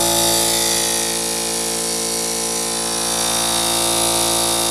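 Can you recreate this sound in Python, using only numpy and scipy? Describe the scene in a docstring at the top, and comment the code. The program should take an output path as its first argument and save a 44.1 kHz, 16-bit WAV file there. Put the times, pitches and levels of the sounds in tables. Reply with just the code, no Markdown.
"""Piston air compressor in a garage

A small compressor runs steadily against a wall, 57 turns a second; one crank phase times its pulsed sounds.
Each turn brings three gulps of air (hum, buzz and rasp), seven blows that ring the metal head, a gush of
hiss and a singing outlet reed. A thin shaft whine, fan wash and one soft footfall lie beneath.
The listener stands by the wall socket, steps back, and returns to a slightly different place."""
import sys
import numpy as np
from scipy import signal
from scipy.fft import rfft, irfft, next_fast_len
from scipy.io import wavfile
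from scipy.ndimage import uniform_filter1d, map_coordinates

SR = 44100
rng = np.random.default_rng(int(sys.argv[2]) if len(sys.argv) > 2 else 0)


def master_out(mix):
    """Clip the mix to full scale and print it as 16-bit PCM to the path in sys.argv[1]."""
    frames = np.transpose(np.atleast_2d(mix))
    ceiling = np.clip(frames, -1, 1)
    pcm = np.round(ceiling * 32767).astype(np.int16)
    wavfile.write(sys.argv[1], SR, pcm)


N = 207578
TIME = np.arange(N) / SR
TURNS_HZ = 56.88

# listener's walk: time_s, place (0 by the socket, 1 stepped back, 2 returned)
WALK = [(0, 0), (.28, 0.026), (.72, 0.48), (1.2, 0.76), (1.6, 0.83), (2.45, 0.96), (3.3, 1.58),
        (4.03, 1.903), (4.7, 1.79)]
# machine loudness, higher as the listener is nearer: time_s, level_db
LOUDNESS = [(0.12, -18.5), (0.25, -17.5), (0.75, -18.5), (1.2, -22), (2.88, -22.5), (3.24, -20),
            (4.15, -18.5), (4.6, -19.5)]
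# gulps of air in each turn: at_turns, level_db
GULPS = [(0.96, 0), (.385, -4), (.66, -5)]


def gain_of(db):
    """Decibels to amplitude."""
    return 10 ** (np.asarray(db) / 20)


def evened(x):
    """Scales to rms 1."""
    return x / np.sqrt(np.mean(x ** 2) + 1e-20)


def levelled(x):
    """Holds the rms near 1 over a span of about ten turns."""
    span = round(10 * SR / TURNS_HZ)
    power = uniform_filter1d(uniform_filter1d(x ** 2, span), span)
    return x / np.sqrt(power + 1e-12)


def whitened(x, width_hz=260):
    """Evens out the broad colour of a sound and keeps its harmonics and rhythm."""
    spectrum = rfft(x, 2 * N)
    power = uniform_filter1d(abs(spectrum) ** 2, round(width_hz * 2 * N / SR))
    return irfft(spectrum / np.sqrt(abs(power) + 1e-9))[:N]


def follow(rows):
    """Breakpoints (time_s, value) joined into a curve at every sample."""
    return np.interp(TIME, *np.transpose(rows))


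def read(hz, points_hz, values):
    """A spectrum joined by straight lines on a log-frequency axis."""
    return np.interp(np.log(hz + 1), np.log(points_hz), values)


def drift(rate_hz):
    """Slow random fluctuation of rms 1: noise low-passed near rate_hz."""
    size = next_fast_len(N, True)
    hz = np.fft.rfftfreq(size, 1 / SR)
    spectrum = rfft(rng.standard_normal(size)) / (1 + (hz / rate_hz) ** 4)
    return evened(irfft(spectrum, size)[:N])


def causal(db):
    """Minimum-phase response of a passive body with these gains."""
    log_gain = np.log(gain_of(np.r_[db, db[-2:0:-1]]))
    return np.exp(np.conj(signal.hilbert(log_gain)))[:len(db)]


def nearness():
    """Weight of each of the three places at every moment."""
    place = np.clip(follow(WALK), 0, 2)
    return np.maximum(1 - abs(place - np.arange(3)[:, None]), 0)


def stretches(count=8):
    """Equal-power fades between successive stretches of the walk."""
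    along = np.clip(follow(WALK), 0, 2) / 2 * (count - 1)
    return np.sqrt(np.maximum(1 - abs(along - np.arange(count)[:, None]), 0))


def crank(wander_turns=0.00056):
    """Crank turns as they reach the ear: slightly unsteady, and later from farther away."""
    # distance from the pump: time_s, distance_m
    distance = [(0, .8), (.5, .98), (1, 1.16), (1.5, 1.26), (2, 1.28), (2.5, 1.16), (3, .96), (3.5, .8),
                (4, .68), (4.7, .57)]
    delay_s = (follow(distance) - distance[0][1]) / 343
    return TURNS_HZ * (TIME - delay_s) + wander_turns * drift(44)


def hum_level(bass_db=-19, hum_share=0.36, wall_db=5, wall_steepness=3.6):
    """Deep sound fills the garage, so it follows the loudness only in part and piles up by the wall."""
    by_wall = np.minimum(abs(follow(WALK) - 1), 1) ** wall_steepness
    return bass_db + hum_share * follow(LOUDNESS) + wall_db * by_wall


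def footfall(at_s=0.82, length_s=0.097, step_db=-42, low_hz=70, high_hz=260):
    """A soft, dull step backwards: band-passed noise under a bell-shaped envelope."""
    band = signal.butter(2, [low_hz, high_hz], "band", fs=SR, output="sos")
    thud = signal.sosfilt(band, rng.standard_normal(N))
    return evened(thud) * gain_of(step_db) * np.exp(-((TIME - at_s) / length_s) ** 2)


def fan(fan_db=-42, closeness=0.34):
    """Broad noise wash of cooling air, following the hum level in part."""
    # fan spectrum: pitch_hz, relative_level_db
    fan_colour = [(20, -25), (40, -19), (80, -4.5), (200, -7), (400, -2), (750, -4.5), (1100, -2),
                  (2000, -11.5), (3500, -6), (8000, -72)]
    hz = np.fft.rfftfreq(N, 1 / SR)
    level_db = hum_level()
    wash = irfft(rfft(rng.standard_normal(N)) * gain_of(read(hz, *np.transpose(fan_colour))), N)
    return evened(wash) * gain_of(fan_db + closeness * (level_db - level_db.mean()))


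def whine(turns, order=81, waver=0.4):
    """A thin, wavering sine that keeps step with the shaft."""
    # whine level: time_s, level_db
    whine_level = [(0, -47), (.3, -29), (.6, -31), (.95, -34), (1.3, -41), (3.5, -34), (4.05, -40),
                   (4.7, -34)]
    tone = (1 + waver * drift(8.9)) * np.sin(2 * np.pi * order * turns)
    return evened(tone) * gain_of(follow(whine_level))


def rasp(turns, rasp_db=-42, low_hz=500, high_hz=1150, lasts_turns=0.12, back_db=-12):
    """Each gulp tears at the intake with a decaying burst of noise, weaker where the listener steps back."""
    gate = sum(gain_of(db) * np.exp(-((turns - at) % 1) / lasts_turns) for at, db in GULPS)
    band = signal.butter(3, [low_hz, high_hz], "band", fs=SR, output="sos")
    noise = signal.sosfilt(band, gate * rng.standard_normal(N))
    return evened(noise) * gain_of(rasp_db + back_db * nearness()[1])


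def dead_spots(hz, dead_width_hz=45):
    """Dips in dB where one pitch of the hum meets its own echo out of step."""
    # dead spots: time_s, half_width_s, pitch_hz, depth_db
    spots = [(.1, 0.16, 457, -12), (.63, 0.13, 736, -4), (1.25, 0.11, 683, -7), (1.4, 0.46, 853, -1),
             (2, .4, 836, -6.5), (3.3, 0.3, 377, -10), (3.57, 0.24, 442, -9), (3.57, 0.16, 580, -9)]
    return sum(db * np.exp(-((TIME - s) / width_s) ** 2 - ((hz - at_hz) / dead_width_hz) ** 2)
               for s, width_s, at_hz, db in spots if abs(hz - at_hz) < 2 * dead_width_hz)


def hum(turns, scatter_rad=.24, smear_rad=.003, waver=0.049, flutter=0.026, order=16):
    """The pump gulps air; muffler, tank and wall shape and smear the pulses differently at each place."""
    # harmonics at each place: multiple of the turning rate, relative_level_db
    at_socket = [(1, -14.5), (2, -13.5), (3, -10), (4, -12.5), (5, -20), (6, -2), (7, -30), (8, -8),
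                 (9, -10.5), (10, -4), (11, -12.5), (12, -5), (13, -15), (14, -12.5), (15, -4), (16, -13),
                 (17, -19), (18, -28), (19, -20), (20, -26), (21, -15.5), (22, -15), (23, -20), (24, -25),
                 (25, -18), (26, -29), (27, -18.5)]
    stepped_back = [(1, -13.5), (2, -21.5), (3, -6), (4, -2), (5, -10), (6, -2.5), (7, -11), (8, 3),
                    (9, -4), (10, -5.5), (11, -21), (12, -11), (13, -5.5), (14, -7.5), (15, -3),
                    (16, -11.5), (17, -22), (18, -4.5), (19, -15.5), (20, -17), (21, -24), (22, -16.5),
                    (23, -13), (24, -20), (25, -17), (26, -28), (27, -15)]
    returned = [(1, -9.5), (2, -6), (3, -6.5), (4, -6), (5, -10), (6, 4), (7, -13.5), (8, -9), (9, -0.5),
                (10, -3.5), (11, -1), (12, 1.5), (13, -2.5), (14, -1.5), (15, -9), (16, -0.5), (17, -2.5),
                (18, -9.5), (19, -25), (20, -3), (21, 0.5), (22, -9.5), (23, -5), (24, -17), (25, -9),
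                (26, -22), (27, -7)]
    # level of the buzz, beamed by the intake towards the way back: time_s, level_db
    buzz_level = [(0, -33.5), (.5, -37), (1.2, -39.5), (2.3, -39.5), (2.9, -35), (3.4, -31), (4.1, -31.5),
                  (4.7, -31.5)]
    places_db = np.array([at_socket, stepped_back, returned])[:, :, 1]
    near, tones = nearness(), []
    for k, db in enumerate(places_db.T, 1):
        pulses = sum(gain_of(gulp_db) * np.exp(-2j * np.pi * k * at) for at, gulp_db in GULPS)
        echoes = scatter_rad * np.sqrt(k) * rng.standard_normal(3) @ near  # short waves scatter most
        phase = np.angle(pulses) + echoes - smear_rad * k ** 2  # the muffler lets high harmonics out last
        size = gain_of(db @ near + dead_spots(k * TURNS_HZ)) * (1 + waver * drift(9.1))
        tones.append(size * np.cos(2 * np.pi * k * turns + phase))
    # low harmonics spread all round; higher ones beam from the intake as a buzz
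    low = levelled(sum(tones[:order])) * gain_of(hum_level())
    buzz = levelled(sum(tones[order:])) * gain_of(follow(buzz_level))
    return (low + buzz) * (1 + flutter * drift(39))


def reed(turns, reed_hz=10318, opens_turns=.4, lasts_turns=0.64, scatter_rad=.2, swell_db=1.5):
    """The outlet reed sings while air passes it, starting afresh in every turn and dying slowly."""
    # tone before the head is levelled, level_db: by the socket, stepped back, returned
    places_db = [-12.5, -18.5, -5.5]
    turn, angle = np.divmod(turns - opens_turns + 1, 1)
    phase, force_db = rng.standard_normal((int(turn.max()) + 1, 2))[turn.astype(int)].T
    lift = np.sin(np.pi * np.minimum(angle / lasts_turns, 1) ** .5) ** 2
    tone = np.sin(2 * np.pi * reed_hz * angle / TURNS_HZ + scatter_rad * phase)
    swell = gain_of(0.5 * force_db + swell_db * drift(6.4))
    return evened(lift * swell * tone) * gain_of(places_db @ nearness())


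def gush(turns, corner_hz=8000):
    """Air hisses through the valves: high-passed noise gated by crank angle."""
    # rush of air through one turn: at_turns, relative_level_db
    rush = [(0, -8.5), (.25, -4.5), (.31, -4.5), (.46, -9), (.57, -1.5), (.62, -12.5), (.83, -11), (1, -6)]
    highpass = signal.butter(1, corner_hz, "high", fs=SR)
    hiss = signal.lfilter(*highpass, rng.standard_normal(N))
    return evened(hiss * gain_of(np.interp(turns % 1, *np.transpose(rush))))


def metal(t60_s, centre_hz, octaves):
    """The dense decaying ring of cast metal, strongest around one pitch."""
    t, hz = np.arange(2048) / SR, np.fft.rfftfreq(2048, 1 / SR)
    focus_db = -20 * np.log10(1 + (np.log2((hz + 1) / centre_hz) / octaves) ** 2 / 2)
    grains = rng.choice([-1., 1.], len(t)) * gain_of(-60 * t / t60_s)
    ring = irfft(rfft(grains) * causal(focus_db))
    return ring / np.linalg.norm(ring)


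def blows(turns, uneven_db=1.0):
    """Valves and piston strike at set crank angles, never quite alike; the ring varies with direction."""
    # blows: at_turns, relative_level_db, ring_t60_s, timing_scatter_us, pitch_hz, spread_octaves
    strikes = [(0.041, -6.5, 0.023, 6.4, 7700, 0.77), (.295, -3, .014, 13, 7350, 0.55),
               (0.344, -5.5, 0.029, 17.4, 4520, .45), (.39, -9, 0.031, 27, 2330, 0.82),
               (.6, -2, 0.018, 12.4, 6330, 0.51), (0.656, -5, 0.028, 12, 4860, 0.51),
               (.78, -7, 0.034, 25, 2500, 0.98)]
    out, around, fades = np.zeros(N), np.arange(-12, 13), stretches()
    for angle, db, t60_s, scatter_us, centre_hz, octaves in strikes:
        at = np.interp(np.arange(max(angle, .03), turns[-1], 1), turns, np.arange(N))
        late, force = rng.standard_normal((2, len(at)))
        at = at + late * scatter_us * SR / 1e6
        # sinc pulses place each blow between samples
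        index, train = at.astype(int)[:, None] + around, np.zeros(N + 64)
        pulses = np.sinc(index - at[:, None]) * gain_of(db + uneven_db * force)[:, None]
        np.add.at(train, index, pulses)
        for fade in fades:
            out += signal.oaconvolve(train[:N] * fade, metal(t60_s, centre_hz, octaves))[:N]
    return evened(out)


def walls(x, echo=0.19, shift_s=0.000504, count=5):
    """Floor, wall and tank echo the clatter; the paths slide against each other as the listener moves."""
    out, near = x.copy(), nearness()
    for delay_s in np.geomspace(.0016, .006, count):
        path_s = delay_s + shift_s * (rng.standard_normal(3) @ near + 0.09 * drift(1.19))
        out += echo * map_coordinates(x, [(TIME - path_s) * SR], order=3)
    return out


def fin(drive, centre_hz, width_hz, level_db, slope_db, lobe_at, lobe_spacing, echo):
    """A broad resonance rung by the clatter; with its wall echo it forms lobes that the walk crosses."""
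    edges_hz = [centre_hz - width_hz / 2, centre_hz + width_hz / 2]
    band = signal.butter(2, edges_hz, "band", fs=SR, output="sos")
    place = follow(WALK)
    lobes = abs(1 + echo * np.exp(2j * np.pi * (place - lobe_at) / lobe_spacing))
    return levelled(signal.sosfilt(band, drive)) * lobes * gain_of(level_db + slope_db * place)


def clatter(turns, hiss_db=-2.5, head_db=-0.5):
    """Blows and hiss ring the head and its fins; the resonances beam differently towards each place."""
    # broad colour: pitch_hz, socket_db, back_db, returned_db
    colour = np.array([(1335, -26.5, -33, -25), (1642, -4.5, -1, -4.5), (2200, -5, -3, -6),
                       (2440, -3, -4, 1), (2890, -8.5, -5.5, -5), (3420, -5.5, -3, -8),
                       (3740, -1, 3.5, 3.5), (5300, 3.5, -1.5, 0.5), (5700, -4.5, 2, -2), (7800, 1, -2, -1),
                       (10200, -2.5, 2, -1), (12750, -6.5, -12.5, -8), (13300, -12.5, -15, -13),
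                       (15300, -26, -29, -25.5)])
    # resonances of head, fins and pipe: pitch_hz, width_hz, socket_db, back_db, returned_db
    modes = [(3630, 220, 2.5, -2, 4.5), (4600, 230, 1, 2, 2), (5530, 190, -2, 5.5, 5.5),
             (6760, 21, 7, 4.5, 5), (8350, 160, 2, 7.5, 6.7), (9730, 70, 8, 3.7, 11),
             (10430, 110, 9, 0.5, 5.5), (10300, 99, -5, 9.5, 6.5), (11430, 79, 7, 3.3, 3.5),
             (12500, 70, -3, 3.5, 5.2), (13650, 200, 8, 4, 5.8)]
    # ringing fins: pitch_hz, width_hz, level_db, slope_db per place, lobe_at (place),
    # lobe_spacing (places), wall_echo (0-1)
    fin_rows = [(3755, 540, -18, -1, 0.29, 1.36, 0.73), (5790, 340, -15, -4.5, 0.012, 0.497, 1)]
    drive = whitened(walls(blows(turns) + gain_of(hiss_db) * gush(turns)))
    hz, head = np.fft.rfftfreq(8192, 1 / SR), np.zeros(N)
    for place, near in enumerate(nearness()):
        peaks = sum((gain_of(heights_db[place]) ** 2 - 1) / (1 + (2 * (hz - f) / width_hz) ** 2)
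                    for f, width_hz, *heights_db in modes)
        broad_db = read(hz, colour[:, 0], colour[:, place + 1])
        db = broad_db + 10 * np.log10(np.maximum(1 + peaks, .1))
        head += near * evened(signal.oaconvolve(drive, irfft(causal(db)))[:N])
    head = levelled(head + reed(turns)) * gain_of(head_db)
    return (head + sum(fin(drive, *row) for row in fin_rows)) * gain_of(follow(LOUDNESS))


def scene():
    """One crank drives hum, rasp, clatter and whine; fan and footfall run free."""
    turns = crank()
    return (fan() + footfall() + whine(turns) + rasp(turns) + hum(turns) + clatter(turns))[None]


def record(dry, cutoff_hz=15500):
    """The recorder's band limit: a steep linear-phase low-pass."""
    lowpass = signal.firwin(511, cutoff_hz, window=("kaiser", 9), fs=SR)
    return signal.oaconvolve(dry, lowpass[None], "same")


dry = scene()
out = record(dry)
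master_out(out)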